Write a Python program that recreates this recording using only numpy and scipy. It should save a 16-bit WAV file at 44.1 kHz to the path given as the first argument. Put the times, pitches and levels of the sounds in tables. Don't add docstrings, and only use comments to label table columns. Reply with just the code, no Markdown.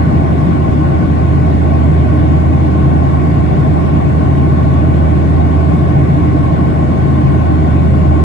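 import sys
import numpy as np
from scipy import signal
from scipy.fft import irfft, next_fast_len
from scipy.io import wavfile
from scipy.ndimage import uniform_filter1d, minimum_filter1d

SR = 44100
rng = np.random.default_rng(int(sys.argv[2]) if len(sys.argv) > 2 else 0)


def dump_mix(stems):
    frames = np.atleast_2d(stems).T
    limited = np.clip(frames, -1, 1)
    pcm = np.round(limited * 32767).astype(np.int16)
    wavfile.write(sys.argv[1], SR, pcm)


N = 363365

# f/Hz, left density/dB per Hz, right density/dB per Hz
WALL_ROAR = [(25, -80.5, -76.5), (48, -48.4, -47.6), (70, -45.6, -40.6), (95, -37.2, -38.6),
             (118, -44, -43), (200, -56.7, -52.9), (420, -53.6, -52.9), (650, -51.2, -57.4),
             (1300, -78.5, -68.8), (2400, -86.3, -75.8), (3500, -80.3, -90.7), (3870, -83, -94),
             (4300, -82.3, -96), (4620, -84.5, -95), (5200, -85, -95.5), (5420, -87.5, -96),
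             (5900, -88.8, -103.4), (7000, -87.9, -100.1), (8000, -88.1, -94.7), (9000, -92.4, -93.0),
             (9700, -91.1, -90.3), (11000, -97.0, -97.4), (12200, -104.3, -104.1)]


def gain_of(db):
    return 10 ** (np.asarray(db) / 20)


def column(rows, at, log=False):
    x, *columns = np.transpose(rows)
    if log:
        x, at = np.log(x), np.log(at + 1)
    return np.array([np.interp(at, x, c) for c in columns])


def wander(rate_hz):
    t_s = np.arange(0, N + 256, 256) / SR
    hz = np.geomspace(.2, rate_hz, num=24)
    sines = np.sin(2 * np.pi * (hz * t_s[:, None] + rng.random(len(hz))))
    slow = (sines / np.sqrt(hz)).sum(axis=1)
    return np.interp(np.arange(N) / SR, t_s, slow / slow.std())


def tone(hz, left_db, right_db, left_lead_rad, waver_db, start_turn=None):
    if start_turn is None:
        start_turn = rng.random()
    phase_rad = 2 * np.pi * (np.cumsum(hz * np.ones(N)) / SR + start_turn)
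    level = gain_of(waver_db * wander(rate_hz=8.2))
    left = gain_of(left_db) * np.sin(phase_rad + left_lead_rad)
    right = gain_of(right_db) * np.sin(phase_rad)
    return np.sqrt(2) * level * np.array([left, right])


def airflow():
    # f/Hz, correlation (-1..1)
    roar_correlation = [(25, 0.3), (50, 1.0), (90, 0.58), (200, 1.0), (400, -0.06), (900, -0.06),
                        (2000, 0.85), (4500, -0.09), (6000, -0.36), (8000, 0.29), (9000, -0.18),
                        (9900, -0.8), (10900, -0.8), (11400, 0.7)]
    # f/Hz, width/Hz, left density/dB per Hz, right density/dB per Hz, left lead/rad
    modes = [(110, 13, -36.7, -32.9, -0.5), (126, 13, -35.6, -30.5, 1.0), (136, 15, -26.2, -33.5, 0.2),
             (158, 32, -31.5, -33, -0.4), (170, 93, -43.2, -37.7, 0.7), (221, 78, -39.3, -46.9, -0.6),
             (253, 23, -37.2, -39.9, 1.8), (296, 30, -42, -35.6, 1.2), (299, 133, -39.8, -49.0, 0.1),
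             (307, 18, -38.5, -42, 0.9), (372, 33, -45.6, -45.2, -0.9), (484, 177, -56.0, -61.3, 2.8),
             (614, 51, -50.7, -54.6, -1.3), (656, 89, -55.7, -50.8, -0.2), (722, 55, -50.3, -62.3, -1.0),
             (799, 102, -43.5, -44.9, -3.0), (888, 289, -55.8, -57.4, 2.8), (959, 41, -54.4, -56.1, -2.9),
             (1031, 71, -53.9, -53.9, -3.1), (1070, 58, -51, -54.5, -0.7), (1122, 80, -56, -59.3, 0.7),
             (1285, 222, -60.9, -65.1, -2.8), (1372, 57, -65.3, -66.5, 2.3), (1476, 16, -63, -64, -0.8),
             (1480, 125, -61.8, -62, -1.1), (1540, 101, -63.6, -73.7, 1.5), (1638, 86, -64.0, -63.4, -2.7),
             (1772, 149, -68.3, -69.9, -2.4), (1848, 26, -66.5, -68.5, -0.5),
             (1915, 312, -68.6, -69.3, -0.3), (2041, 75, -68.5, -66.6, 2.4), (2130, 40, -69.3, -70.9, -1.9),
             (2214, 104, -68.7, -69.4, 2.0), (2256, 160, -70, -70, -0.7), (2275, 30, -70.5, -71, 0.2),
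             (2502, 48, -65.8, -67.2, 1.8), (2580, 26, -66.9, -73.9, -2.7), (2689, 717, -73.7, -84.3, -3.0),
             (2716, 50, -71.5, -82, 1.0), (2788, 66, -74.7, -78.3, -2.5), (2865, 83, -71.2, -80.3, 1.0),
             (2942, 80, -81.0, -83.2, 0.5), (3085, 55, -72.0, -96.3, -1.5), (3242, 72, -74.0, -86.9, 0.6),
             (3298, 87, -77.3, -84.9, 2.6), (3360, 50, -80, -98, 0), (3490, 55, -71, -91, 0.4),
             (3639, 71, -75.9, -85.2, 0.2), (3760, 47, -73.6, -104.6, 0.1), (3960, 140, -83.5, -91, -1.6),
             (4026, 50, -81.5, -95, -0.4), (4125, 130, -79.5, -103, 1.0), (4263, 45, -80.5, -92, 2.8),
             (4370, 100, -81.5, -94, -1.2), (4440, 60, -84, -96, 1.1), (4510, 60, -84, -101, 2.2),
             (4725, 90, -81, -93.5, -2.4), (4825, 80, -83, -98, -3.0), (5000, 130, -85, -93, -1.7),
             (5240, 130, -85, -104, 0.5), (6550, 300, -87, -106, -0.6)]
    size, grid_hz = next_fast_len(N), np.arange(0, SR / 2, 2)
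    left, right = gain_of(2 * column(WALL_ROAR, grid_hz, log=True))
    correlation = np.clip(column(roar_correlation, grid_hz, log=True)[0], -1, 1)
    cross = np.sqrt(left * right) * correlation + 0j
    for centre_hz, width_hz, left_db, right_db, lead_rad in list(map(tuple, modes)) + small_modes(count=16):
        shape = 1 / (1 + (2 * (grid_hz - centre_hz) / width_hz) ** 2) ** 2
        left = left + shape * gain_of(2 * left_db)
        right = right + shape * gain_of(2 * right_db)
        cross = cross + shape * gain_of(left_db + right_db) * np.exp(1j * lead_rad)
    coherence = cross / np.sqrt(left * right)
    hz = np.fft.rfftfreq(size, 1 / SR)
    left, right, coherence = (np.interp(hz, grid_hz, v) for v in (left, right, coherence))
    a, b, c, d = rng.standard_normal((len(hz), 4)).T
    shared, apart = a + 1j * b, c + 1j * d
    to_left = coherence * shared + np.sqrt(np.clip(1 - abs(coherence) ** 2, 0, 1)) * apart
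    spectra = np.array([np.sqrt(left) * to_left, np.sqrt(right) * shared])
    return irfft(spectra * np.sqrt(size * SR) / 2, size)[:, :N]


def small_modes(count):
    place, wide, left, right, lead = rng.random((count, 5)).T
    low_hz, high_hz = 5400, 7000
    hz = low_hz * (high_hz / low_hz) ** ((np.arange(count) + place) / count)
    left_db, right_db = column(WALL_ROAR, hz, log=True) - 5.0 + 7.0 * np.array([left, right])
    return list(zip(hz, 30 + 40 * wide, left_db, right_db, 2 * np.pi * lead))


def swell(roar):
    depth_rms_db, patch_hz, patch_s = 1.05, 300, .055
    steady_below_hz = 400
    frame, hop = 2048, 512
    hz, _, z = signal.stft(roar, SR, nperseg=frame, noverlap=frame - hop)
    depth_db = depth_rms_db * np.clip(hz / steady_below_hz - 1, 0, 1)[:, None]
    patches = rng.standard_normal(z.shape[1:][::-1]).T
    for axis, size in enumerate((patch_hz * frame / SR, patch_s * SR / hop)):
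        cells = max(round(size), 1)
        for _ in range(2):
            patches = uniform_filter1d(patches, cells, axis)
    swollen = z * gain_of(depth_db * patches / patches.std())
    return signal.istft(swollen, nperseg=frame, noverlap=frame - hop)[1][:, :N]


def shafts():
    # left level/dB, right level/dB, left lead/rad
    near_fan = (-16.5, -12, 0.99)
    far_fan = (-24.5, -23, .5)
    fan_orders = {3: (-38, -32.5, -1.7), 5: (-40, -43, .9), 13: (-48, -51, -1.3), 17: (-58, -62, -3.0),
                  19: (-58, -62, -.8), 20: (-62, -68, -2.0), 22: (-69, -65, -.8), 23: (-66, -65, -.4),
                  24: (-63, -80, .1), 25: (-62, -61, 0), 28: (-62, -68, .3), 29: (-65, -72, .2)}
    # multiple, left level/dB, right level/dB, left lead/rad
    far_blades = (24, -65, -61, -.7)
    # left level/dB, right level/dB, left lead/rad
    core_hum = (-31.5, -32.5, -2.6)
    near_hz, creep_hz_per_s = 80.435, .021
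    far_hz, core_hz = 80.21, 236.9
    dip_s = 3.87
    start_turn = rng.random()
    hz = near_hz + creep_hz_per_s * np.arange(N) / SR
    gained_turns = (near_hz - far_hz) * dip_s + creep_hz_per_s * dip_s ** 2 / 2
    near = tone(hz, *near_fan, waver_db=0.84, start_turn=start_turn)
    far = tone(far_hz, *far_fan, waver_db=2.0, start_turn=start_turn + .5 + gained_turns)
    orders = sum(tone(k * hz, *row, waver_db=2.5) for k, row in fan_orders.items())
    multiple, *blade_row = far_blades
    blades = tone(multiple * far_hz, *blade_row, waver_db=2.0)
    core = tone(core_hz, *core_hum, waver_db=0.0)
    return near + far + orders + blades + core


def pump():
    harmonics = {1: (-38.5, -46, 3.1), 3: (-44.5, -43.5, -2.7), 4: (-53, -50.5, -.8), 5: (-62, -63, -3.0)}
    start_hz, creep_hz_per_s = 546.39, .08
    hz = start_hz + creep_hz_per_s * np.arange(N) / SR
    return sum(tone(k * hz, *row, waver_db=2.2) for k, row in harmonics.items())


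def scene():
    return swell(airflow()) + shafts() + pump()


def record(dry):
    knee, top = .8, .96
    edge_hz, span, taps = 12250, 181, 511
    ceiling = knee + (top - knee) * np.tanh(np.maximum(abs(dry) - knee, 0) / (top - knee))
    gain = minimum_filter1d(np.minimum(1, ceiling / (abs(dry) + 1e-9)), size=span)
    window = signal.windows.blackmanharris(span)[None]
    reduction = signal.oaconvolve(1 - gain, window / window.sum(), "same")
    held = dry * (1 - reduction)
    held = np.pad(held, ((0, 0), (taps // 2, taps // 2)), "reflect", reflect_type="odd")
    low_pass = signal.firwin(taps, edge_hz, window=("kaiser", 9), fs=SR)
    return signal.oaconvolve(held, low_pass[None], "valid", axes=1)


dry = scene()
out = record(dry)
dump_mix(out)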